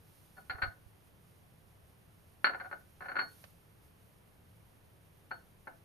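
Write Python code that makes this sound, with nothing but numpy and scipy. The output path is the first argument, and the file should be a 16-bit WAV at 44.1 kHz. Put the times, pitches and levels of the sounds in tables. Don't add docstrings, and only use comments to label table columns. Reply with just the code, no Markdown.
import sys
import numpy as np
from scipy import signal
from scipy.fft import rfft, irfft, next_fast_len
from scipy.io import wavfile

SR = 44100
rng = np.random.default_rng(int(sys.argv[2]) if len(sys.argv) > 2 else 0)


def dump_mix(stems):
    frames = np.atleast_2d(stems).T
    limited = np.clip(frames, -1, 1)
    pcm = np.round(limited * 32767).astype(np.int16)
    wavfile.write(sys.argv[1], SR, pcm)


N = 257825
T = np.arange(N) / SR
SIDES = np.array([[1], [-1]])

# (frequency [Hz], relative level [dB], T60 [s], left-right level [dB], left phase lead [rad])
GLASS_MODES = [(1310, -8, 0.047, 1, 4), (1242.5, -14.5, 0.012, 2, -5.2), (1476.4, 5.5, 0.039, 2.5, 1.24),
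               (1586, -5.5, 0.037, 3.5, 1.5), (1732, -4.5, 0.032, -17.5, -0.57),
               (2162, -1, 0.021, -1.5, 0.97), (2315, -2.5, 0.013, -4, 1.06), (2742, -14.5, 0.018, 14, 1.3),
               (2910, -14, 0.0237, -2.5, 2.74), (3200, -15, 0.0086, -2.5, -1),
               (3550, -15.5, 0.01, 0.5, 0.7), (3870, -24.5, 0.034, 4.5, -1.5), (4322, -6.5, .018, 5, 0.56)]
# (frequency [Hz], relative level [dB], T60 [s], left-right level [dB], left phase lead [rad])
TILE_MODES = [(350, -33.5, 0.028, -1, -0.59), (527, -21.5, 0.029, 6.5, -0.3),
              (691, -25.5, 0.095, 2.5, -0.3), (775, -15, 0.048, -5.5, -0.6), (1075, -23, 0.023, 3.5, .6)]
# (time [s], edge force [dB], contact hardness [Hz], delay to drop [s],
# drop re edge force [dB], tile knock offset [dB], rim note re edge force [dB])
LANDINGS = [ (0.3674, -54, 810, .0115, 10.5, -4.5, -14), (0.4971, -37, 5770, 0.01, -3.5, 0.5, -21),
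            (0.546, -60.5, 2450, 0.0045, 3, -10.5, -25), (0.5815, -48.5, 1900, .008, -19, -12.5, -19),
            (0.6185, -37.5, 5200, 0.0032, 6, 2.5, -18), (0.6243, -35.5, 6840, 0.011, -2, 3, -14.5),
            (2.4436, -20, 4970, 0.012, -11.5, -4.5, -16.5), (2.4676, -26.5, 3520, 0.027, -13.5, 7, -27.5),
            (2.5350, -38, 1620, .011, 4, 5.5, -41), (2.5992, -41.5, 2440, 0.0088, -1.5, 0, -31),
            (2.6440, -47.5, 1400, .011, 4, -1.5, -25), (2.7129, -36.5, 1250, 0.014, 3, -0.5, -51),
            (3.0064, -42, 1630, 0.014, 0, -3, -53), (3.041, -47, 1970, 0.016, 5.5, -2.5, -26),
            (3.084, -40, 2150, 0.0087, -0.5, 0.5, -17.5), (3.1164, -36, 1680, 0.025, -17, -3, -43),
            (3.155, -35, 2020, .011, 7.5, -7, -21), (3.1875, -33, 3030, .0043, 5.5, -19, -4.5),
            (3.2020, -37.5, 2000, .010, 3.5, 3, -13), (5.3090, -42, 1570, 0.0045, 9.5, 1, -11),
            (5.6708, -35, 840, 0.00446, 0, 4, -46)]
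# (time [s], force [dB])
HOUSING_BUMPS = [(0.499, -52), (0.547, -48.5), (0.63, -42.5), (0.662, -49), (0.68, -45.5), (0.862, -55)]
# (frequency [Hz], T60 [s])
ROOM_T60 = [(150, 0.458), (500, 0.34), (1000, 0.21), (1600, 0.25), (3000, 0.092), (5000, .18),
            (12000, 0.097)]
# (frequency [Hz], relative level [dB])
REFLECTION_COLOUR = [(150, 3.5), (500, 6), (1000, 4), (1600, -3.5), (3000, 0.5), (4400, 4.5), (12000, 25)]
# (frequency [Hz], relative density [dB per Hz])
RUMBLE_SPECTRUM = [(25, -4), (40, -14), (65, -4), (105, 0), (135, -5), (165, -3.5), (240, -14), (420, -14),
                   (700, -17.5), (1500, -23), (3000, -27.5), (6000, -43.5)]
# (frequency [Hz], relative density [dB per Hz])
HISS_SPECTRUM = [(4000, -4.5), (6500, -5.5), (7800, -13), (9200, 0.5), (10500, -3.5), (12000, 1),
                 (14000, -5.5)]
# (frequency [Hz], left-right correlation [-])
BACKGROUND_LIKENESS = [(60, 0.89), (130, 0.78), (290, 0.31), (630, 0.12), (1400, 0.014), (3000, 0),
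                       (7000, 0.89), (9500, .1), (12000, 0.89), (14000, .8)]
# (frequency [Hz], left-right level [dB])
BACKGROUND_BALANCE = [(100, 1), (1000, -2), (4500, 0.5), (7000, 1), (9300, -12.5), (12000, -9), (14000, 1)]
# (centre time [s], rise [dB], half-width to 1/e of the dB rise [s])
HISS_SWELLS = [(0.28, 5, 0.32), (3.0, 2.5, 0.54), (3.38, 8.5, 0.13)]

RUMBLE_DB, HISS_DB = -62, -72
MIDDLING_DB, EDGE_KNOCK_DB, FLAT_KNOCK_DB, EDGE_GRIT_DB, FLAT_GRIT_DB = -38, -3, 6, -0.5, -2.5
KNOCK_FALL_DB_PER_DB, GRIT_FALL_DB_PER_DB = 0.77, 0.57
RIM_HZ, RIM_T60_S, GRIP_DAMPING_DB_PER_DB, RIM_PAN_DB = 4358, 0.40, 0.22, 3.5
TICK_S, TICK_DB, TICK_PAN_DB = 3.44, -19.5, -4
CUTOFF_HZ = 14400


def from_db(db):
    return 10 ** (np.asarray(db) / 20)


def rms_one(x):
    return x / np.sqrt(np.mean(x ** 2))


def at_hz(points, hz):
    freqs_hz, values = np.transpose(points)
    return np.interp(np.log(hz), np.log(freqs_hz), values)


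def butter(x, hz, kind, order=2):
    sos = signal.butter(order, hz, kind, fs=SR, output="sos")
    return signal.sosfilt(sos, x)


def through(x, response):
    return signal.fftconvolve(np.atleast_2d(x), response, axes=-1)[:, :N]


def waver(rate_hz):
    drift = butter(rng.standard_normal(N + SR), rate_hz, "low")
    return rms_one(drift[SR:])


def steady_noise(spectrum):
    size = next_fast_len(N)
    hz = np.maximum(np.fft.rfftfreq(size, 1 / SR), 1)
    mid, side = rfft(rng.standard_normal((2, size)))
    alike = np.clip(at_hz(BACKGROUND_LIKENESS, hz), -1, 1)
    stereo = np.sqrt(1 + alike) * mid + SIDES * np.sqrt(1 - alike) * side
    gain = from_db(at_hz(spectrum, hz) + SIDES * at_hz(BACKGROUND_BALANCE, hz) / 2)
    return rms_one(irfft(gain * stereo, size)[:, :N])


def background():
    swell_db = sum(db * np.exp(-((T - s) / width_s) ** 2) for s, db, width_s in HISS_SWELLS)
    hiss_db = HISS_DB + swell_db + 0.91 * waver(rate_hz=12)
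    rumble = from_db(RUMBLE_DB) * butter(steady_noise(RUMBLE_SPECTRUM), 19.86, "high")
    hiss = from_db(hiss_db) * steady_noise(HISS_SPECTRUM)
    return rumble + hiss


def touches():
    rows = []
    for s, edge_db, hard_hz, drop_s, drop_db, tile_db, _ in LANDINGS:
        edge = (s, edge_db, EDGE_KNOCK_DB, EDGE_GRIT_DB)
        flat = (s + drop_s, edge_db + drop_db, FLAT_KNOCK_DB, FLAT_GRIT_DB)
        for at_s, force_db, knock_db, grit_db in (edge, flat):
            excess_db = force_db - MIDDLING_DB
            knock_db = tile_db + knock_db - KNOCK_FALL_DB_PER_DB * excess_db
            grit_db = grit_db - GRIT_FALL_DB_PER_DB * excess_db
            rows.append((at_s, force_db, hard_hz, knock_db, grit_db))
    return np.transpose(rows)


def pushes(times_s, levels_db, hardness_hz, grit_db=None, roll_s=0.01, grit_hz=2350):
    out, t = np.zeros(N), T[:SR // 16]
    for k, (s, db, hz) in enumerate(zip(times_s, levels_db, hardness_hz)):
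        pulse = t * np.exp(-2 * np.pi * hz * t)
        pulse = pulse / pulse.sum()
        if grit_db is not None:
            grit = rng.standard_normal(len(t)) * t * np.exp(-2 * (t / roll_s) ** 2)
            grit = butter(grit / np.linalg.norm(grit), max(grit_hz, hz), "low", order=6)
            rolling = signal.fftconvolve(pulse, grit)[:len(t)]
            pulse = pulse + from_db(grit_db[k]) * rolling
        start = round(s * SR)
        out[start:start + len(t)] += from_db(db) * pulse[:N - start]
    return out


def ringing(modes):
    t, response = T[:SR // 2], 0
    for k, (hz, db, t60_s, pan_db, lead_rad) in enumerate(modes):
        envelope = from_db(db + SIDES * pan_db / 2 - 60 * t / t60_s)
        swing = np.sin(2 * np.pi * hz * t + SIDES * lead_rad / 2)
        response = response + (-1) ** k * envelope * swing
    return response


def crack(t60_s, low_hz, high_hz):
    t = T[:SR // 10]
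    burst = rng.standard_normal((2, len(t))) * from_db(-60 * t / t60_s)
    burst = butter(burst, [low_hz, high_hz], "band")
    return burst / np.linalg.norm(burst, axis=1, keepdims=True)


def glass(body_db, tile_db, crack_db, top_hz):
    s, force_db, hard_hz, knock_db, grit_db = touches()
    force = pushes(s, force_db, hard_hz, grit_db, roll_s=0.00795)
    tile_force = pushes(s, force_db + knock_db, hard_hz, grit_db, roll_s=0.011)
    body = through(force, from_db(body_db) * ringing(GLASS_MODES))
    tile = through(tile_force, from_db(tile_db) * ringing(TILE_MODES))
    clack = butter(body + tile, top_hz, "low", order=12)
    clack = butter(clack, 250, "high")
    snap = from_db(crack_db) * through(force, crack(t60_s=0.01, low_hz=6040, high_hz=13800))
    return clack, snap


def rim(swell_s, split_hz, twin_db):
    out, t = np.zeros((2, N)), T[:SR // 2]
    main = np.sin(2 * np.pi * RIM_HZ * t)
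    twin = from_db(twin_db) * np.sin(2 * np.pi * (RIM_HZ + split_hz) * t)
    pair = (main + twin) / (1 + from_db(twin_db)) * (1 - np.exp(-t / swell_s))
    for s, force_db, *_, rim_db in LANDINGS:
        t60_s = RIM_T60_S * from_db(GRIP_DAMPING_DB_PER_DB * rim_db)
        note = pair * from_db(force_db + rim_db + SIDES * RIM_PAN_DB / 2 - 60 * t / t60_s)
        start = round(s * SR)
        out[:, start:start + len(t)] += note[:, :N - start]
    return out


def bathroom(x, wet_db, early_db, early_t60_s, gap_s):
    t, edges_hz = T[:int(0.7 * SR)], np.geomspace(100, 15000, 16)
    response, white = 0, rng.standard_normal((2, 2, len(t)))
    arrival = np.clip(t / gap_s - 1, 0, 1)
    for k, (low_hz, high_hz) in enumerate(zip(edges_hz, edges_hz[1:])):
        hz = np.sqrt(low_hz * high_hz)
        late = from_db(-60 * t / at_hz(ROOM_T60, hz))
        early = from_db(early_db - 60 * t / early_t60_s)
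        band = butter(white[k % 2], [low_hz, high_hz], "band") * (late + early) * arrival
        share = np.sqrt(2 * (high_hz - low_hz) / SR) / np.linalg.norm(band, axis=1, keepdims=True)
        response = response + from_db(wet_db + at_hz(REFLECTION_COLOUR, hz)) * share * band
    return x + through(x, response)


def bumps(hz, t60_s, pan_db):
    s, force_db = np.transpose(HOUSING_BUMPS)
    force = pushes(s, force_db, np.full(len(s), 200))
    return through(force, ringing([(hz, 4, t60_s, pan_db, 0)]))


def tick():
    force = pushes([TICK_S], [TICK_DB], [2500])
    burst = through(force, crack(t60_s=0.053, low_hz=495, high_hz=7100))
    return burst * from_db(SIDES * TICK_PAN_DB / 2)


def scene():
    clack, snap = glass(body_db=1.5, tile_db=1.0, crack_db=-3.5, top_hz=4556)
    note = rim(swell_s=0.0054, split_hz=2.3, twin_db=-5)
    room_clack = bathroom(clack, wet_db=-2.5, early_db=5.5, early_t60_s=0.042, gap_s=0.0026)
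    room_ring = bathroom(note + snap, wet_db=-15, early_db=-5.5, early_t60_s=0.05, gap_s=0.0026)
    housing = bumps(hz=88.3, t60_s=0.058, pan_db=-22) + tick()
    return background() + room_clack + room_ring + housing


def record(dry):
    sos = signal.ellip(12, 0.1, 80, CUTOFF_HZ, fs=SR, output="sos")
    return signal.sosfilt(sos, dry)


dry = scene()
out = record(dry)
dump_mix(out)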